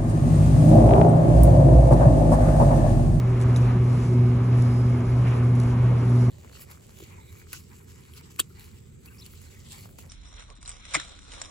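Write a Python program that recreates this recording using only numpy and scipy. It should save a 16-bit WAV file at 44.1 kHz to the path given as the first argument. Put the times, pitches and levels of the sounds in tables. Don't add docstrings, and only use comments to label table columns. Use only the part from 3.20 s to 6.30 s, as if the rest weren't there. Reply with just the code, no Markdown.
import sys
import numpy as np
from scipy import signal
from scipy.fft import rfft, irfft, next_fast_len
from scipy.io import wavfile
from scipy.ndimage import uniform_filter1d

SR = 44100
rng = np.random.default_rng(int(sys.argv[2]) if len(sys.argv) > 2 else 0)


def inscribe(sig):
    pcm = np.round(np.clip(np.atleast_2d(sig).T, -1, 1) * 32767)
    wavfile.write(sys.argv[1], SR, pcm.astype(np.int16))


def attenuation_scalar(level_db):
    decades = np.asarray(level_db, float) / 20
    return 10 ** decades


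N = 136710

# start_s, level_db
HUM_LEVEL = [(.02, -21), (.45, -17), (.85, -22.5), (1.0, -17), (1.25, -20.5), (1.41, -17), (1.6, -20),
             (1.85, -22), (2.2, -19.5), (2.6, -20), (3.05, -17.5)]
# start_s, gain_db
OCTAVE_SWELL = [(0, 0), (.6, -3), (1.0, 2), (1.5, -1.5), (1.75, -1), (1.95, -5), (2.2, 1.5), (2.55, 3),
                (2.75, -4), (3.0, 1.5)]
# frequency_hz, density_db
RUMBLE_COLOUR = [(22, -22.5), (33, -27), (41, -7.5), (55, -5.5), (70, -0.5), (130, -3), (260, -9),
                 (600, -24)]
# pitch_hz, width_hz, level_db, left_right_likeness (0-1)
CABIN_RESONANCES = [
    (42.5, 3.3, -43, 1),
    (188, 13, -43, 1),
    (281.5, 25, -45, 1),
    (365.2, 12, -40.5, 0.66),
    (493, 41, -52, 0.25),
    (659, 54, -53.5, 1),
    (2182, 220, -57.5, 0.99),
]
# start_s, level_db
ROAR_LEVEL = [(0, -45.5), (.5, -41), (.64, -46.5), (.8, -43.5), (.9, -47), (1.35, -44), (1.45, -45.5),
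              (1.95, -45.5), (2.15, -42.5), (2.33, -46), (2.55, -43.5), (2.8, -43), (3.1, -46)]
# frequency_hz, density_db
ROAR_COLOUR = [(200, -11), (420, 0.5), (1220, -1), (1400, -7), (1900, -12.5), (2600, -13.5), (3400, -21),
               (4900, -30)]
# start_s, level_db
HISS_LEVEL = [(0, -61), (.45, -56.5), (.6, -61), (.82, -55), (.95, -58.5), (1.2, -60.5), (1.4, -56),
              (1.6, -58.5), (1.95, -58.5), (2.1, -57), (2.3, -60.5), (2.45, -57.5), (2.7, -61.5),
              (2.9, -56.5), (3.1, -57)]
# frequency_hz, density_db
HISS_COLOUR = [(3000, -9.5), (4750, -4.5), (5100, -2.5), (6000, -5.5), (9500, -6), (10600, -4),
               (11500, -3.5), (12200, -23.5)]
# start_s, level_db
WHINE_LEVEL = [(0, -70), (.9, -72), (1.0, -66), (1.65, -66), (1.9, -74), (3.1, -75)]
# start_s, peak_db, ring_hz, decay_s
TICKS = [(.195, -44, 8000, .015), (.203, -39.5, 10200, 0.02), (.213, -35, 8020, 0.029),
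         (.2215, -35, 7770, .03), (0.229, -42.5, 6460, .04), (.235, -43.5, 5960, .04),
         (0.346, -47, 7100, 0.052), (0.3616, -29.5, 3830, .025), (.3645, -36, 10900, 0.022),
         (.367, -44.5, 6500, 0.099), (.369, -39, 2400, 0.12), (0.882, -49.5, 6000, .015),
         (1.385, -44.5, 9460, 0.018), (1.4218, -37, 10500, 0.029), (1.54, -46.5, 10020, .03),
         (1.603, -48, 10450, .015), (1.697, -47, 10570, 0.022), (1.8058, -47.5, 6540, 0.015),
         (1.856, -48, 6960, .012), (2.353, -41, 10170, .012), (2.361, -42, 10600, .012),
         (2.3997, -34, 10000, .025), (2.402, -44, 4530, .04), (2.415, -45, 10000, 0.054),
         (2.434, -38, 9540, 0.022)]
# frequency_hz, likeness (0-1)
LIKENESS = [(200, 1), (420, 0.92), (700, 0.3), (1200, 0.28), (1650, 1), (2000, 0.78), (3300, 0.2),
            (5500, 0.82)]
# frequency_hz, lag_rad
PORT_LAG = [(0, 0), (120, .025), (1700, .05), (2900, 1.2), (3800, .9), (4650, 2.6), (5050, 4.1),
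            (5950, 6.28), (8950, 9.42), (12000, 12.5)]

HUM_HZ, SECOND_HZ, PARTNER_HZ, FAN_HZ, WHINE_HZ = 120.9, 123.95, 243.3, 382.6, 5000
SECOND_DB, SECOND_JOINS_S, SECOND_RISE_S = -31.5, 0.62, 0.45
BEAT_TOP_S, OCTAVE_BEAT_TOP_S = 2.005, 2.342
OCTAVE_DB, PARTNER_DB, FAN_DB = -42, -34.5, -43
TONE_WAVER_DB, FAN_WAVER_DB = 3, 2.5
RUMBLE_DB, ROAR_GAIN_DB, HISS_GAIN_DB = -29, 5.5, 4
FAN_PAN_DB, CABIN_PAN_DB, WHINE_PAN_DB = -2.2, -1.5, -6.5
TICK_LOW_HZ, TICK_GAIN_DB = 4200, 3.5 - 5
TICK_RING_DB, TICK_RING_T60_S = -6, .025
GUST_S, GUST_RISE_S, GUST_FALL_S = 2.075, .03, 0.072
GUST_DB, GUST_GRAIN_DB, GUST_BAND_HZ = -43, 3, [950, 2900]
# band_hz (low, high), level_db below which it falls silent
SUM_GAP_HZ, SUM_GAP_DB = (8350, 9620), -67.5
DIFFERENCE_GAP_HZ, DIFFERENCE_GAP_DB = (5750, 6230), -72


def rms_one(x):
    return x / np.sqrt(np.mean(x ** 2) + 1e-20)


def in_time(rows):
    return np.interp(np.arange(N) / SR, *np.transpose(rows)[:2])


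def at_hz(points, hz):
    table_hz, value = np.array(points).T
    return np.interp(np.log(hz + 1), np.log(table_hz), value)


def sides(pan_db):
    return attenuation_scalar(np.array([[pan_db / 2], [-pan_db / 2]]))


def drift(rate):
    r = np.exp(-80 * np.pi * rate / SR)
    white = rng.standard_normal(N // 40 + 2002)
    slow = signal.lfilter([1], [1, -2 * r, r * r], white)[2000:]
    return np.interp(np.arange(N) / 40, np.arange(len(slow)), rms_one(slow - slow.mean()))


def pair(alike):
    mid, side = rfft(rng.standard_normal((2, N)))
    alike = np.clip(alike, 0, 1)
    return np.sqrt(1 + alike) * mid + np.sqrt(1 - alike) * side * [[1], [-1]]


def patchy_noise(colour, shared_db, own_db, rate):
    hz = np.fft.rfftfreq(N, 1 / SR)
    inside = (hz > colour[0][0]) & (hz < colour[-1][0])
    both = pair(at_hz(LIKENESS, hz)) * attenuation_scalar(at_hz(colour, hz)) * inside
    place = 2 * np.log2(hz + 1)
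    together = drift(rate / 2)
    out = 0
    for k in range(int(place[inside].min()), int(place[inside].max()) + 2):
        share = np.cos(np.pi / 2 * np.clip(place - k, -1, 1)) ** 2
        flicker_db = shared_db * together + own_db * drift(rate)
        out = out + attenuation_scalar(flicker_db) * irfft(both * share, N)
    return rms_one(out)


def tone(hz, db, from_s=0):
    level = attenuation_scalar(db + TONE_WAVER_DB * drift(3.3))
    return level * np.sqrt(2) * np.cos(2 * np.pi * hz * (np.arange(N) / SR - from_s))


def hum():
    t = np.arange(N) / SR
    main = attenuation_scalar(in_time(HUM_LEVEL)) * np.sqrt(2) * np.cos(2 * np.pi * HUM_HZ * t)
    joins = 1 / (1 + np.exp(-(t - SECOND_JOINS_S) / SECOND_RISE_S))
    second_cycles = HUM_HZ * t + (SECOND_HZ - HUM_HZ) * (t - BEAT_TOP_S)
    second = joins * attenuation_scalar(SECOND_DB) * np.sqrt(2) * np.cos(2 * np.pi * second_cycles)
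    lead_s = OCTAVE_BEAT_TOP_S * (1 - 2 * HUM_HZ / PARTNER_HZ)
    octave = tone(2 * HUM_HZ, OCTAVE_DB) + tone(PARTNER_HZ, PARTNER_DB, lead_s)
    fan = tone(FAN_HZ, FAN_DB + FAN_WAVER_DB * drift(4)) * sides(FAN_PAN_DB)
    machines = main + second + attenuation_scalar(in_time(OCTAVE_SWELL)) * octave + fan
    return machines * attenuation_scalar(np.array([[-.1], [.1]]))


def rumble():
    return attenuation_scalar(RUMBLE_DB) * patchy_noise(RUMBLE_COLOUR, shared_db=-0.54, own_db=2.33, rate=6.1)


def cabin():
    hz = np.fft.rfftfreq(N, 1 / SR)
    out = 0
    for mid_hz, width_hz, db, alike in CABIN_RESONANCES:
        resonance = 1 / (1 + (2 * (hz - mid_hz) / width_hz) ** 2)
        ringing = rms_one(irfft(pair(alike) * resonance, N))
        out = out + attenuation_scalar(db) * sides(CABIN_PAN_DB * (mid_hz > HUM_HZ)) * ringing
    return out


def roar():
    noise = patchy_noise(ROAR_COLOUR, shared_db=0.33, own_db=0.78, rate=11)
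    return attenuation_scalar(in_time(ROAR_LEVEL) + ROAR_GAIN_DB) * noise


def hiss():
    noise = patchy_noise(HISS_COLOUR, shared_db=0.94, own_db=0.93, rate=19)
    return attenuation_scalar(in_time(HISS_LEVEL) + HISS_GAIN_DB) * noise


def whine():
    return tone(WHINE_HZ, in_time(WHINE_LEVEL)) * sides(WHINE_PAN_DB)


def ticks():
    out = np.zeros(N + SR)
    t = np.arange(SR // 10) / SR
    high = signal.butter(2, TICK_LOW_HZ, "high", fs=SR, output="sos")
    for start_s, db, ring_hz, decay_s in TICKS:
        noise = rms_one(signal.sosfilt(high, rng.standard_normal(len(t))))
        ring = attenuation_scalar(TICK_RING_DB - 60 * t / TICK_RING_T60_S) * 2 * np.sin(2 * np.pi * ring_hz * t)
        dying = attenuation_scalar(db + TICK_GAIN_DB - 60 * t / max(decay_s, .004))
        first = int(start_s * SR)
        out[first:first + len(t)] += dying * (noise + ring)
    return out[:N]


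def gust():
    t = np.arange(N) / SR - GUST_S
    shape = np.exp(-(t / np.where(t < 0, GUST_RISE_S, GUST_FALL_S)) ** 2)
    band = signal.butter(4, GUST_BAND_HZ, "band", fs=SR, output="sos")
    air = rms_one(signal.sosfilt(band, irfft(pair(0.53), N)))
    return attenuation_scalar(GUST_DB + GUST_GRAIN_DB * drift(60)) * shape * air


def scene():
    return hum() + rumble() + cabin() + roar() + hiss() + whine() + ticks() + gust()


def gated(spectrum, hz, band_hz, over_db):
    band = irfft(spectrum * ((hz > band_hz[0]) & (hz < band_hz[1])))
    level_db = 10 * np.log10(uniform_filter1d(band ** 2, size=1024) + 1e-20)
    return irfft(spectrum) - band / (1 + attenuation_scalar(4.0 * (level_db - over_db)))


def low_pass(x):
    return signal.sosfilt(signal.butter(12, 12500, fs=SR, output="sos"), x)


def record(dry):
    pad = 2045
    padded = np.pad(dry, [(0, 0), (pad, pad)], "reflect", reflect_type="odd")
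    left, right = rfft(padded, next_fast_len(N + 4 * pad) // 2 * 2)
    hz = np.linspace(0, SR / 2, len(left))
    right = right * np.exp(-1j * np.interp(hz, *np.transpose(PORT_LAG)))
    mid = gated((left + right) / 2, hz, SUM_GAP_HZ, SUM_GAP_DB)
    side = gated((left - right) / 2, hz, DIFFERENCE_GAP_HZ, DIFFERENCE_GAP_DB)
    cut = signal.cheby2(10, 60, 12800, fs=SR, output="sos")
    mix = signal.sosfilt(cut, [mid + side, mid - side])[:, pad:pad + N]
    return low_pass(mix)


dry = scene()
out = record(dry)
inscribe(out)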